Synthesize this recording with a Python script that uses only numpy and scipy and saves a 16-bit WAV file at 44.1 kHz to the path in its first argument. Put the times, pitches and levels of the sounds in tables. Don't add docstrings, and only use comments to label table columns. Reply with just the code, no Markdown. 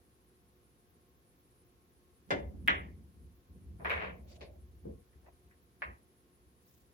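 import sys
import numpy as np
from scipy import signal
from scipy.fft import rfft, irfft, next_fast_len
from scipy.io import wavfile
from scipy.ndimage import uniform_filter1d

SR = 44100
rng = np.random.default_rng(int(sys.argv[2]) if len(sys.argv) > 2 else 0)


def persist_wave(psi):
    counts = np.round(np.clip(psi, -1, 1) * 32767).astype(np.int16)
    wavfile.write(sys.argv[1], SR, np.atleast_2d(counts).T)


N = 305752
LEFT_RIGHT = np.array([[1], [-1]])


def undb(db):
    return 10 ** (np.asarray(db) / 20)


def unit(x):
    return x / np.sqrt(np.mean(x ** 2))


def gain(tone, size):
    hz, db = np.transpose(tone)
    bin_hz = np.arange(size // 2 + 1) * SR / size
    return undb(np.interp(np.log(bin_hz + 1), np.log(hz), db))


def coloured(tone):
    spectrum = rfft(rng.standard_normal(N))
    return unit(irfft(spectrum * gain(tone, N), N))


def high_pass(x, hz):
    return signal.sosfilt(signal.butter(4, hz, "high", fs=SR, output="sos"), x)


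def resonate(x, modes):
    total = 0
    for hz, width, db in modes:
        total = total + undb(db) * signal.lfilter(*signal.iirpeak(hz, hz / width, SR), x)
    return total


def walk(rate):
    step = int(SR / rate)
    held = np.repeat(rng.standard_normal(N // step + 1), step)
    return 0.45 * uniform_filter1d(held, step)[:N]


# (per Hz, relative)
HUSH = [(15, -41), (30, -16), (45, -5.5), (65, 3), (130, -7), (176, -5), (328, -7), (355, -6), (441, -11),
        (479, -8.5), (563, -16.5), (611, -20), (6450, -32), (8460, -37.5), (10200, -25.5), (16200, -39.5)]
HUSH_SIDE = [(15, -38.5), (25, -15.5), (65, 1.5), (302, -14), (355, -12), (645, -16), (823, -11),
             (1760, -19), (6810, -26.5), (9170, -17), (11100, -33), (13000, -13), (16200, -57.5)]
HUSH_DB, HUSH_SIDE_DB = -61.5, -66.5
# pitch_hz (before a wandering phase), level_db (rms, before wavering)
HUM = [(361, -72.5), (123.6, -76), (168.4, -80.5), (1081.5, -85.5), (706, -83)]
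WAVER_HZ, WAVER_DB = 9090, 11.5


def hush():
    air = undb(HUSH_DB) * coloured(HUSH) + undb(HUSH_SIDE_DB) * coloured(HUSH_SIDE) * LEFT_RIGHT
    waver = undb(WAVER_DB * np.tanh(walk(38)))
    t = np.arange(N) / SR
    hum = 0
    for hz, db in HUM:
        level = np.sqrt(2) * undb(db + 7.0 * walk(28))
        hum = hum + level * np.sin(2 * np.pi * hz * t + 1.39 * walk(8))
    return air + high_pass(air, WAVER_HZ) * (waver - 1) + hum


# start_s, length_s, level_db (before swell and catches), centre_hz, sharpness (Q of each of two filter passes)
SOFT_NOISES = [(4.204, 0.43, -61, 576, 4.3), (4.264, 0.125, -65.5, 2600, 0.35),
               (4.295, 0.056, -69.5, 4750, 6.2), (4.45, 1.7, -84.5, 3300, .45),
               (5.22, .11, -63.5, 580, 1.55), (6.596, 0.29, -70, 5975, 0.3)]


def soft_noises():
    out = np.zeros((2, N))
    for start_s, length_s, db, hz, sharp in SOFT_NOISES:
        i, n = int(start_s * SR), int(length_s * SR)
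        band = [(hz, hz / sharp, 0)]
        noise = rng.standard_normal((2, n))
        catches = undb(7 * walk(150)[:n])
        uneven = unit(resonate(resonate(noise, band), band)) * catches
        swell = np.abs(np.sin(np.pi * np.linspace(0, 1, n)) ** .7)
        out[:, i:i + n] += (undb(db) * uneven * swell)[:, :N - i]
    return out


def drone(mode):
    x = unit(resonate(resonate(rng.standard_normal(N), [mode]), [mode]))
    loudness = np.abs(signal.hilbert(x, next_fast_len(N))[:N])
    return unit(x / (.15 + uniform_filter1d(loudness, size=900)))


# time_s, deep_db (level of the low modes), upper_db (upper rumble, relative to the low modes)
ROLL = [(2.27, -92.5, 28.5), (2.329, -53, 11), (2.49, -42.5, -14), (2.68, -52, 4), (2.74, -43.5, -8.5),
        (3.16, -60, -4), (3.239, -53, -9), (3.43, -63.5, -10), (3.53, -50, -15.5), (3.56, -63.5, 7),
        (3.66, -47.5, -14.5), (3.82, -53.5, -3.5), (3.97, -44.5, -14.5), (4.04, -51.5, -0.5),
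        (4.819, -56, -22.5), (4.86, -51, 0), (4.95, -49.5, -8.5), (4.981, -61.5, -1.5), (5.07, -61, -20.5),
        (5.8, -66.5, -3), (5.87, -53, -10.5), (5.915, -50, -11.5), (6.06, -91, 3.5)]
# pitch_hz, width_hz (of each of two filter passes), level_db (before swaying)
SLATE = [(62.9, 11, -3.5), (77, 18, -3)]
# pitch_hz, width_hz, level_db (width and level are for each of two filter passes)
RUMBLE = [(143.4, 88, 0.5), (186.7, 40, 0), (220, 130, -10)]
SLATE_SWAY_DB, SLATE_SWAY_PER_S = 2, 9
SLATE_SIDE_DB = -15


def rolling():
    s, deep_db, upper_db = np.transpose(ROLL)
    t = np.arange(N) / SR
    deep_level = undb(np.interp(t, s, deep_db, -120, -120))
    upper_level = undb(np.interp(t, s, upper_db))
    sway_db = SLATE_SWAY_DB * walk(SLATE_SWAY_PER_S)
    first, second = SLATE
    deep = undb(first[2] + sway_db) * drone(first) + undb(second[2] - sway_db) * drone(second)
    deep = deep + undb(SLATE_SIDE_DB) * drone(second) * LEFT_RIGHT
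    mid, side = (unit(resonate(resonate(rng.standard_normal(N), RUMBLE), RUMBLE)) for _ in range(2))
    upper = mid + 0.4 * side * LEFT_RIGHT
    return deep_level * (deep + upper_level * upper)


BRIGHT_FROM_HZ = 895


def blow(tone, modes, size=8192):
    cep = irfft(np.log(gain(tone, size)), size)
    cep[1:size // 2] *= 2
    cep[size // 2 + 1:] = 0
    pulse = irfft(np.exp(rfft(cep)), size)
    pulse = pulse * np.sqrt(SR / 100 / np.sum(pulse ** 2))
    t = np.arange(size) / SR
    ring = sum(undb(db - 60 * t / t60) * np.sin(2 * np.pi * hz * t) for hz, db, t60 in modes)
    return pulse + 2 * ring


# pitch_hz, t60_s (time to fall 60 dB), likeness (left to right, -1 to 1)
ROOM = [(70, 0.28, 0.8), (140, 0.82, 1), (280, 0.52, 0.5), (649.3, 0.46, -0.16), (1104.8, 0.33, -0.97),
        (1500, 0.25, -0.53), (1950, 0.32, 0.4), (2553, 0.29, 0.3), (3193, 0.29, 0.087), (5030, 0.25, -0.46),
        (9130, 0.44, 0.62), (13975, 0.096, -0.303)]
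TAIL_DB, TAIL_RISE_S = -23, 0.004
PATCHY_DB, PATCH_S = 1, 0.013


def room_tail(tail_db, size):
    t = np.arange(size) / SR
    octave = np.log2(np.arange(size // 2 + 1) * SR / size + 1)
    mid, side = rfft(rng.standard_normal((2, size)))
    patches = rng.standard_normal((len(ROOM), 256))
    centres, out = np.log2(np.array(ROOM)[:, 0]), np.zeros((2, size))
    for k, (hz, t60, like) in enumerate(ROOM):
        like = np.clip(like, -1, 1)
        share = np.interp(octave, centres, np.arange(len(ROOM)) == k)
        pair = np.sqrt((1 + like) / 2) * mid + np.sqrt((1 - like) / 2) * side * LEFT_RIGHT
        patch_db = PATCHY_DB * np.interp(t / PATCH_S, np.arange(patches.shape[1]), patches[k])
        out += irfft(pair * share, size) * undb(patch_db - 60 * t / t60)
    return out * undb(TAIL_DB + tail_db) * (1 - np.exp(-t / TAIL_RISE_S))


# delay_ms, left_db, right_db, left_later_ms (this lag is not stretched by the spacing)
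ECHOES = [(5.992, -0.5, -3, 0.4), (7.535, -6, -4.5, .5), (9.01, -2.5, -8.5, 0.34), (16.45, -5, -7.5, -0.56),
          (19.77, -8, -6, -.3), (25.9, -7.5, -5, 0.71), (30.46, -7, -9, -.4), (38, -9.5, -11.5, .3)]
SCATTER_DB, SCATTER_T60_S = -12, 0.0087


def hard_echoes(spacing, echo_db, size):
    short, early = np.arange(512) / SR, np.zeros((2, size))
    for ms, left_db, right_db, lag_ms in ECHOES:
        echo = rng.standard_normal(len(short)) * undb(SCATTER_DB - 60 * short / SCATTER_T60_S)
        echo[0] = 1
        for ear, (db, side_ms) in enumerate(((left_db, lag_ms / 2), (right_db, -lag_ms / 2))):
            i = int((ms * spacing + side_ms) * SR / 1000)
            early[ear, i:i + len(short)] += undb(db + echo_db) * echo
    return early


ECHO_HZ = 5125


def room(direct_db, spacing, echo_db, tail_db, thin_hz, direct_hz, size=32768):
    def thin(x, hz):
        return signal.lfilter(*signal.butter(2, hz, "high", fs=SR), x)

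    click = np.zeros(size)
    click[0] = 1
    reflected = room_tail(tail_db, size) + thin(hard_echoes(spacing, echo_db, size), thin_hz)
    dulled = signal.lfilter(*signal.butter(1, ECHO_HZ, fs=SR), reflected)
    return dulled + undb(direct_db) * thin(click, direct_hz)


TICK_HZ, TICK_T60_S = 9300, 0.023



def hits(table, tone, modes, space, pitch_spread=0):
    out = np.zeros((2, N + SR))
    fade = undb(-60 * np.arange(4096) / SR / TICK_T60_S)
    for s, db, pan_db, direct_db, spacing, tick_db, lag_ms, treble_db in table:
        pitch = np.exp(pitch_spread * rng.standard_normal())

        def lift(hz):
            return treble_db * np.clip(np.log2(hz / BRIGHT_FROM_HZ), 0, 1)

        bright_tone = [(hz * pitch, d + lift(hz)) for hz, d in tone]
        bright_modes = [(hz * pitch, d + lift(hz), t60) for hz, d, t60 in modes]
        pulse = blow(bright_tone, bright_modes)
        heard = undb(db) * signal.fftconvolve(room(direct_db, spacing, *space), pulse[None], axes=1)
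        tick = rng.standard_normal((2, len(fade))) * fade * undb(tick_db)
        heard[:, :len(fade)] += high_pass(tick, TICK_HZ)
        for ear, side in enumerate((1, -1)):
            i = int((s + side * lag_ms / 2000) * SR)
            out[ear, i:i + heard.shape[1]] += heard[ear] * undb(side * pan_db / 2)
    return out[:, :N]


def at_spot(knocks, spot):
    pan_db, direct_db, spacing, tick_db, lag_ms = spot
    shift = 1 + .06 * rng.standard_normal(len(knocks))
    return [(s, db, pan_db, direct_db, spacing * k, db + tick_db + treble_db, lag_ms, treble_db)
            for (s, db, treble_db), k in zip(knocks, shift)]


TICKS_AND_TOUCH = [(5.125, -78, 0.1, -10.5, 0.96, -86, 0.1, 5.6), (5.258, -72, 0.097, -14, .9, -87, .3, 6),
                   (5.506, -73, 0.1, -14, 0.93, -85, .3, 6), (5.8209, -43, 0.1, 3.5, .72, -63, 0.1, 1.5)]
TOUCH_TONE = [(60, -31), (140, -15), (250, -15), (380, -13), (615, -1), (800, -9), (1120, -3), (1500, -4),
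              (1900, 0), (2600, -8), (3100, -19.5), (3500, -31.5), (4600, -30), (8500, -71.5), (16000, -52)]
TOUCH_SPACE = (-1.5, -0.6, 748, 900)
# pitch_hz, level_db, t60_s
SHORT_RING = [(2080, -20.5, 0.03004), (2403, -22, 0.028), (2800, -23.5, 0.028)]


def ticks_and_touch():
    return hits(TICKS_AND_TOUCH, TOUCH_TONE, SHORT_RING, TOUCH_SPACE)


# start_s, level_db (before room and microphones), brightness_db
THUDS = [(4.8545, -53.5, -3.5), (4.868, -55.5, -1), (4.8735, -56.5, 2.5), (4.8945, -58, .3)]
THUD_TONE = [(60, -21.5), (120, -5), (200, -10), (330, 0), (480, 5.5), (620, -9), (800, -23.5),
             (2000, -83.5), (16000, -76)]
RAIL = [(142, -12.5, 0.077), (280, -18.5, 0.035), (370, -9, 0.06), (453, -2.5, 0.072), (633, -16.5, 0.064)]
RAIL_SPACE = (-3, -8.5, 107, 91)
# left_minus_right_db, direct_db, echo_spacing (factor), tick_db (next to the knock), left_later_ms
RAIL_SPOT = (3, 4.5, 0.97, -39, -0.87)


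def cushion_thuds():
    return hits(at_spot(THUDS, RAIL_SPOT), THUD_TONE, RAIL, RAIL_SPACE)


TAPS = [(4.4095, -55, 0.54, -3, 0.66, -72.5, 0.45, 0.07), (4.425, -62, 0.3, -2, 0.8, -80, 0.4, -.7)]
TAP_TONE = [(100, -26.5), (300, -4), (600, 3), (1200, -17.5), (2400, -7), (3200, -15), (4500, -10.5),
            (6000, -22), (16000, -48)]
TAP_RING = [(550, -15, 0.056), (2330, -28, 0.042), (4360, -29, .04)]
TAP_SPACE = (-1.5, 1.5, 400, 400.5)


def rail_taps():
    return hits(TAPS, TAP_TONE, TAP_RING, TAP_SPACE)


# left_minus_right_db, direct_db, echo_spacing (factor),
# tick_db (next to the knock), left_later_ms
POCKET_SPOT = (0.9, -4, 1.02, -16, 1.25)
RATTLE_S, RATTLE_GAP_S = 3.925, .014
RATTLE_DB, RATTLE_FADE_DB_PER_S, RATTLE_SCATTER_DB = -53, 34, 3
RATTLE_DIRECT_DB, RATTLE_TICK_DB = -8.5, -19.5


def rattle(count=13):
    chance = rng.standard_normal((count, 2))
    after = RATTLE_GAP_S * (np.arange(count) + 0.25 * chance[:, 0])
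    db = RATTLE_DB - RATTLE_FADE_DB_PER_S * after + RATTLE_SCATTER_DB * chance[:, 1]
    pan_db, _, spacing, _, lag_ms = POCKET_SPOT
    knocks = list(zip(RATTLE_S + after, db, 0 * db))
    return at_spot(knocks, (pan_db, RATTLE_DIRECT_DB, spacing, RATTLE_TICK_DB, lag_ms))


# start_s, level_db (before room and microphones), brightness_db
POCKET = [(3.799, -54.5, -17), (3.815, -57, -21), (3.8485, -36.5, -.3), (3.864, -45, 4), (3.8975, -35, 2.2),
          (3.912, -38, 3.5), (3.932, -44.5, 5), (3.959, -45, 2), (3.972, -46, -0.5), (3.999, -45.5, 0.3),
          (4.016, -42.5, -4), (4.04, -47, -3), (4.065, -51, -2.5)]
POCKET_TONE = [(70, -32), (240, -15), (490, 2.5), (800, -4), (1200, -3), (1650, -2), (2100, 1), (2550, -4),
               (3000, -14.5), (3500, -17), (4500, -27.5), (5500, -34.5), (7000, -40.5), (16000, -70.5)]
BASKET = [(477, -12.5, 0.083), (2024, -37.5, 0.049)]
POCKET_SPACE = (-4.5, -0.9, 280, 260.5)
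POCKET_PITCH_SPREAD = 0.055


def pocket_drop():
    knocks = at_spot(POCKET, POCKET_SPOT) + rattle()
    return hits(knocks, POCKET_TONE, BASKET, POCKET_SPACE, POCKET_PITCH_SPREAD)


CLACKS = [(2.6768, -27.5, 0.011, -1.5, 1.0, -34, 0.015, 0.1)]
CLACK_TONE = [(60, -15.5), (180, -9), (360, -11), (730, -9.5), (950, -10.5), (1300, -5), (1600, -1.5),
              (2050, 2), (2600, -4.5), (3400, -10), (4000, -23.5), (4500, -35.5), (5500, -33), (7000, -42),
              (16000, -57)]
CLACK_SPACE = (-1.5, .3, 1250, 2300)


def ball_clacks():
    return hits(CLACKS, CLACK_TONE, SHORT_RING, CLACK_SPACE)


CUE = [(2.3066, -37.5, 3.5, 1.5, .75, -57, 0.4, 5), (2.3105, -41.5, -0.5, 4, 0.97, -64, -.35, 3.5),
       (2.3158, -41.5, -0.3, 3.5, 0.8, -71, .4, 2.5), (2.334, -45, 0.9, -1, .9, -78.5, 0.1, -5.5),
       (2.384, -53, 1.7, -4, 0.63, -85, 0.1, -4.5)]
CUE_TONE = [(60, -40.5), (140, -25), (220, -4), (380, -3.5), (570, -1), (800, -7.5), (1200, -20),
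            (1600, -14), (2050, -12.5), (2600, -23), (3250, -29.5), (3560, -28.5), (4100, -32),
            (4700, -30.5), (7000, -38.5), (16000, -73.5)]
SHAFT = [(221, -16, .1), (303, -19, 0.17), (403, -16, 0.18), (460, -18.5, .15), (576, -11, 0.1),
         (720, -18, 0.08), (900, -23, .06), (1450, -21, 0.07), (1740, -19, 0.088), (2066, -16.5, 0.1),
         (2357, -24, 0.05), (2710, -21, 0.05), (2964, -24, 0.06), (3440, -23, 0.05), (4800, -31, 0.03)]
CUE_SPACE = (-1.3, -3.5, 228, 233)


def cue_strike():
    return hits(CUE, CUE_TONE, SHAFT, CUE_SPACE)


# pitch_hz, middle_db, sides_db
PORTS = [(28, -22, -22), (60, -0.15, -3), (150.1, 0.8, -3), (260, 0.65, 1.5), (400, 1.16, -1.27),
         (780, -0.4, 3.5), (1050, 1.5, 3.5), (1350, -5.5, 7), (1650, 0.77, 4.5), (2000, -0.4, -0.3),
         (3000, -0.16, 2), (5000, -0.66, -0.36), (12000, 1, 3)]


def spread(pair):
    ports = np.array(PORTS)
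    mid = rfft(pair[0] + pair[1]) * gain(ports[:, [0, 1]], N) / 2
    side = rfft(pair[0] - pair[1]) * gain(ports[:, [0, 2]], N) / 2
    return irfft(np.array([mid + side, mid - side]), N)


def scene():
    blows = ticks_and_touch() + cushion_thuds() + rail_taps() + pocket_drop() + ball_clacks() + cue_strike()
    return hush() + soft_noises() + rolling() + spread(blows)


SUPPRESS_DB, THRESHOLD_DB = -7, 2.5
TOP_HZ = 16600


def record(dry):
    bins = signal.stft(dry, nperseg=512)[2]
    power = np.mean(np.abs(bins) ** 2, axis=0)
    power = uniform_filter1d(uniform_filter1d(power, size=7, axis=0), size=5, axis=1)
    steady = np.percentile(power, 25, axis=1, keepdims=True)
    keep = np.maximum(1 - steady * undb(2 * THRESHOLD_DB) / power, undb(2 * SUPPRESS_DB))
    clean = signal.istft(bins * np.sqrt(keep), nperseg=512)[1][:, :N]
    return signal.sosfilt(signal.ellip(8, .2, 70, TOP_HZ, fs=SR, output="sos"), clean)


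dry = scene()
out = record(dry)
persist_wave(out)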